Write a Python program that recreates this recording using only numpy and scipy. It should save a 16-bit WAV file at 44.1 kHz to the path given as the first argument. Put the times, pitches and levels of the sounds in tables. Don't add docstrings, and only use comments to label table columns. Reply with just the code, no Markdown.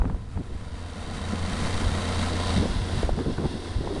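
import sys
import numpy as np
from scipy.fft import rfft, irfft, next_fast_len
from scipy.io import wavfile
from scipy.ndimage import map_coordinates

SR = 44100
rng = np.random.default_rng(int(sys.argv[2]) if len(sys.argv) > 2 else 0)


def unload_audio(sound):
    columns = np.transpose(np.atleast_2d(sound))
    steps = np.round(np.clip(columns, -1, 1) * 32767)
    wavfile.write(sys.argv[1], SR, steps.astype(np.int16))


N = 176400

# start_s, length_s, level_db, upper_edge_hz
GUSTS = [(0, 0.17, -29.5, 203), (0.359, 0.06, -29.5, 182), (0.472, 0.092, -36.5, 170),
         (1.06, 0.043, -38, 198), (1.322, 0.027, -29.5, 223), (1.52, 0.042, -31, 110),
         (1.808, .12, -28.5, 70), (2.56, 0.064, -22.5, 232), (2.626, 0.038, -25, 410),
         (2.69, 0.16, -28.5, 91.5), (2.93, .07, -26.5, 169.3), (3.064, 0.098, -25.5, 59.55),
         (3.176, 0.051, -27, 282), (3.261, 0.071, -26, 246), (3.382, 0.083, -26, 352),
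         (3.516, 0.055, -32.5, 276), (3.771, 0.054, -28, 90), (3.836, 0.19, -34, 416)]
# time_s, peak_db, centre_hz
EDDIES = [(0.013, -12.5, 41.7), (.019, -23, 850), (.044, -22, 427), (0.055, -25, 1010), (.1, -26, 900),
          (0.147, -19, 44.7), (.147, -27.5, 600), (0.368, -18, 75), (.376, -25, 800), (1.335, -25.5, 300),
          (1.82, -21, 260), (1.869, -19.5, 50), (2.6, -17, 169), (2.767, -17, 65), (3.033, -14, 358),
          (3.046, -15.5, 44.8), (3.088, -17, 59.6), (3.093, -14, 510), (3.191, -22, 820),
          (3.263, -18.5, 298), (3.384, -23.5, 850), (3.445, -19, 330), (3.461, -19.5, 55), (3.767, -16, 65),
          (3.811, -17.5, 300), (3.875, -18, 606)]
# time_s, level_db
WIND_LEVEL = [(0, -36.5), (.7, -34.5), (.95, -41.5), (1.2, -36), (1.8, -30.5), (2.2, -33.5), (2.8, -32),
              (3.4, -37), (3.65, -37.5), (4, -39)]
# freq_hz, density_db
WIND_SPECTRUM = [(10, 5), (25, 1.5), (50, 0), (90, 2), (160, -11.5), (300, -26.5), (800, -34), (3000, -78)]
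# time_s, rate_hz
FIRING_RATE = [(0, 84.47), (.6, 83.55), (1.4, 85.58), (1.9, 86.46), (2.55, 86.4), (4, 86.81)]
CYLINDER_DB = [6, -0.5, 4, 5.5, -0.5, -1]
# time_s, level_db
EXHAUST_LEVEL = [(0, -36.5), (.3, -50), (.8, -41.5), (1.4, -33.5), (2, -32.5), (2.55, -29), (2.7, -35),
                 (3, -36), (3.15, -37.5), (4, -42)]
# firing_rate_multiple, gain_db
EXHAUST_ORDERS = [(1 / 2, -13), (1, 0), (2, -13), (7 / 3, -17), (8 / 3, -14.5), (3, -20), (16 / 3, -16),
                  (17 / 3, -19), (7, -21), (17 / 2, -20), (35 / 3, -21)]
# centre_hz, base_width_hz, gain_db
PIPE_MODES = [(215.4, 72.5, 0.5), (477, 42.6, -2), (711.5, 87, -4.5), (1020, 76, -4), (1373, 213, -10.5)]
# time_s, level_db
SNOW_LEVEL = [(0, -51), (.35, -49.5), (.95, -43.5), (1.15, -38), (1.8, -33.5), (2.55, -36.5), (2.7, -37.5),
              (3, -39.5), (3.15, -46), (4, -46.5)]
# freq_hz, density_db
SNOW_SPECTRUM = [(60, -17), (200, 14), (380, -2.5), (700, -4), (1300, -2.5), (2100, -8.5), (2600, -11),
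                 (4000, -17), (7000, -18.5), (10200, -20), (11000, -40)]
# time_s, gain_db
CLATTER_LEVEL = [(0, -60.5), (.4, -58), (.75, -50.5), (1.03, -45.5), (1.12, -43.5), (1.45, -39.5),
                 (1.77, -35), (1.95, -38), (2.2, -34.5), (2.32, -37), (2.58, -33), (2.69, -48.5),
                 (3.03, -39.5), (3.11, -50), (4, -50)]
# freq_hz, density_db
CLATTER_SPECTRUM = [(150, -47), (330, 0), (600, 8), (1150, 0.5), (1450, -1), (1620, -14), (1900, 3),
                    (2200, -1), (2500, -10), (2900, -4), (3180, -5.5), (3350, -7.5), (3850, 2.5),
                    (4200, -1.5), (4780, -1), (5000, -12), (5350, -4.5), (5600, -10.5), (5850, -5),
                    (6200, -10), (7500, -12.5), (8600, -7.5), (10200, -15.5), (11000, -32.5), (11650, -29),
                    (12000, -33)]
# centre_hz, base_width_hz, gain_db
COVER_MODES = [(1016, 35, -2.5), (1355, 13, -5.5), (1844, 186, -2), (2052, 85, -2.5), (2714, 27, 0.5),
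               (3163, 107, 1), (3643, 230, -2), (3820, 70, -1.5), (4490, 50, -2), (4673, 133, -5.5)]
# time_s, level_db
FAN_LEVEL = [(0, -70), (1.8, -52), (2.5, -41.5), (3, -41), (3.12, -48.5), (3.4, -45.5), (4, -45.5)]
# freq_hz, density_db
FAN_SPECTRUM = [(100, -7), (500, -0.5), (850, 3), (1020, 5), (1130, -5), (1300, -19), (1520, 0), (2100, -1),
                (2350, -15.5), (2750, 0), (3080, -8), (3280, 2), (3700, 2), (4100, -2), (4600, -1.5),
                (5100, -4), (7000, -16), (9500, -10), (10300, -16.5), (11000, -33)]
# time_s, level_db
FLUTTER_LEVEL = [(0, -66), (2.5, -46), (3, -42), (3.3, -43), (3.66, -40), (3.76, -49.5), (3.92, -35),
                 (4, -47)]


def amp(db):
    return 10 ** (np.asarray(db) / 20)


def unit(x):
    return x / np.sqrt(np.mean(x ** 2) + 1e-20)


def curve(rows):
    return np.interp(np.arange(N) / SR, *np.transpose(rows))


def wobble(rate_hz):
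    knots = rng.standard_normal(int(N * rate_hz / SR) + 4)
    return map_coordinates(knots, [np.arange(N) * rate_hz / SR])


def filtered(x, response):
    size = next_fast_len(N + SR // 2)
    return irfft(rfft(x, size) * response(np.fft.rfftfreq(size, 1 / SR)), size)[:N]


def coloured(x, spectrum):
    hz, db = np.transpose(spectrum)
    return unit(filtered(x, lambda f: amp(np.interp(np.log(f + 1), np.log(hz + 1), db))))


def turbulence(low_hz, high_hz, order):
    return filtered(rng.standard_normal(N),
                    lambda f: f / np.hypot(f, low_hz) / np.hypot(1, (f / high_hz) ** order))


def resonance(f, centre_hz, width_hz):
    return (1j * f * width_hz / (centre_hz ** 2 - f * f + 1j * f * width_hz)) ** 2


def ring(x, modes, widen):
    return unit(filtered(
        x, lambda f: sum(amp(db) * resonance(f, hz, widen * width_hz) for hz, width_hz, db in modes)))


def gusts(edge_s=0.021, lump_db=3):
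    t, out = np.arange(N) / SR, np.zeros(N)
    for start_s, length_s, level_db, upper_hz in GUSTS:
        inside_s = np.minimum(t - start_s, start_s + length_s - t)
        window = np.clip(inside_s / edge_s + .5, 0, 1)
        air = turbulence(0.067 * upper_hz, upper_hz, order=2.4)
        burst = window * air * amp(lump_db * wobble(70))
        out += amp(level_db) * unit(burst) * np.sqrt(length_s * SR / N)
    return out


def eddies(wake_db=-15, wake_s=0.0033):
    t, out = np.arange(N) / SR, np.zeros(N)
    for time_s, peak_db, centre_hz in EDDIES:
        u = np.pi * centre_hz * (t - time_s)
        pulse = (1 - 2 * u * u) * np.exp(-np.minimum(u * u, 100))
        air = unit(turbulence(centre_hz / 2, 1.92 * centre_hz, order=4))
        wake = amp(wake_db) * air / (1 + ((t - time_s) / wake_s) ** 4)
        out += amp(peak_db) * (pulse + wake)
    return out


def wind_rumble(swell_db=2):
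    gain = amp(curve(WIND_LEVEL) + swell_db * wobble(24))
    return gain * coloured(rng.standard_normal(N), WIND_SPECTRUM)


def exhaust(firings, gas_share=0.69, scatter_db=5.5, waver_db=0.4, pipe_db=-7):
    tones = np.zeros(N)
    for multiple, db in EXHAUST_ORDERS:
        peak = np.sqrt(2) * amp(db + waver_db * wobble(7.28))
        tones += peak * np.sin(2 * np.pi * (multiple * firings + rng.random()))
    onsets = np.flatnonzero(np.diff(np.floor(firings)))
    puffs = np.zeros(N)
    puffs[onsets] = amp(np.resize(CYLINDER_DB, len(onsets)) + rng.normal(0, scatter_db, len(onsets)))
    gas = unit(rng.standard_normal(N) * (1 + np.cos(2 * np.pi * firings)))
    drive = np.sqrt(1 - gas_share) * unit(puffs) + np.sqrt(gas_share) * gas
    pipe = amp(pipe_db) * ring(drive, PIPE_MODES, widen=1.26)
    return amp(curve(EXHAUST_LEVEL)) * (tones + pipe)


def snow(surge_db=1.78, crumbs_per_s=820, crumb_db=-13):
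    crumbs = (rng.random(N) < crumbs_per_s / SR) * rng.standard_normal(N)
    flow = rng.standard_normal(N) + amp(crumb_db) * unit(crumbs)
    return amp(curve(SNOW_LEVEL) + surge_db * wobble(18)) * coloured(flow, SNOW_SPECTRUM)


def clatter(firings, unevenness=0.49, depth=0.4, direct_db=-2, covers_db=-7):
    strength = amp(unevenness * np.take(CYLINDER_DB, firings.astype(int), mode="wrap"))
    swell = 1 - depth * np.cos(2 * np.pi * firings)
    knocks = strength * swell * rng.standard_normal((2, N))
    direct = amp(direct_db) * coloured(knocks[0], CLATTER_SPECTRUM)
    covers = amp(covers_db) * ring(knocks[1], COVER_MODES, widen=1.9)
    return amp(curve(CLATTER_LEVEL)) * (direct + covers)


def fan(flicker_db=0.8):
    gain = amp(curve(FAN_LEVEL) + flicker_db * wobble(21.94))
    return gain * coloured(rng.standard_normal(N), FAN_SPECTRUM)


def wind_flutter(centre_hz=336, width_hz=182.6, flutter_db=3):
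    hollow = unit(filtered(rng.standard_normal(N), lambda f: resonance(f, centre_hz, width_hz)))
    return amp(curve(FLUTTER_LEVEL) + flutter_db * wobble(25)) * hollow


def scene():
    firings = np.cumsum(curve(FIRING_RATE)) / SR
    grader = exhaust(firings) + clatter(firings) + fan()
    return (grader + snow() + gusts() + eddies() + wind_rumble() + wind_flutter())[None]


def record(dry, ceiling=.23, top_hz=11900):
    limited = dry[0] / (1 + np.abs(dry[0] / ceiling) ** 10) ** (1 / 10)
    return filtered(limited, lambda f: f < top_hz)[None]


dry = scene()
out = record(dry)
unload_audio(out)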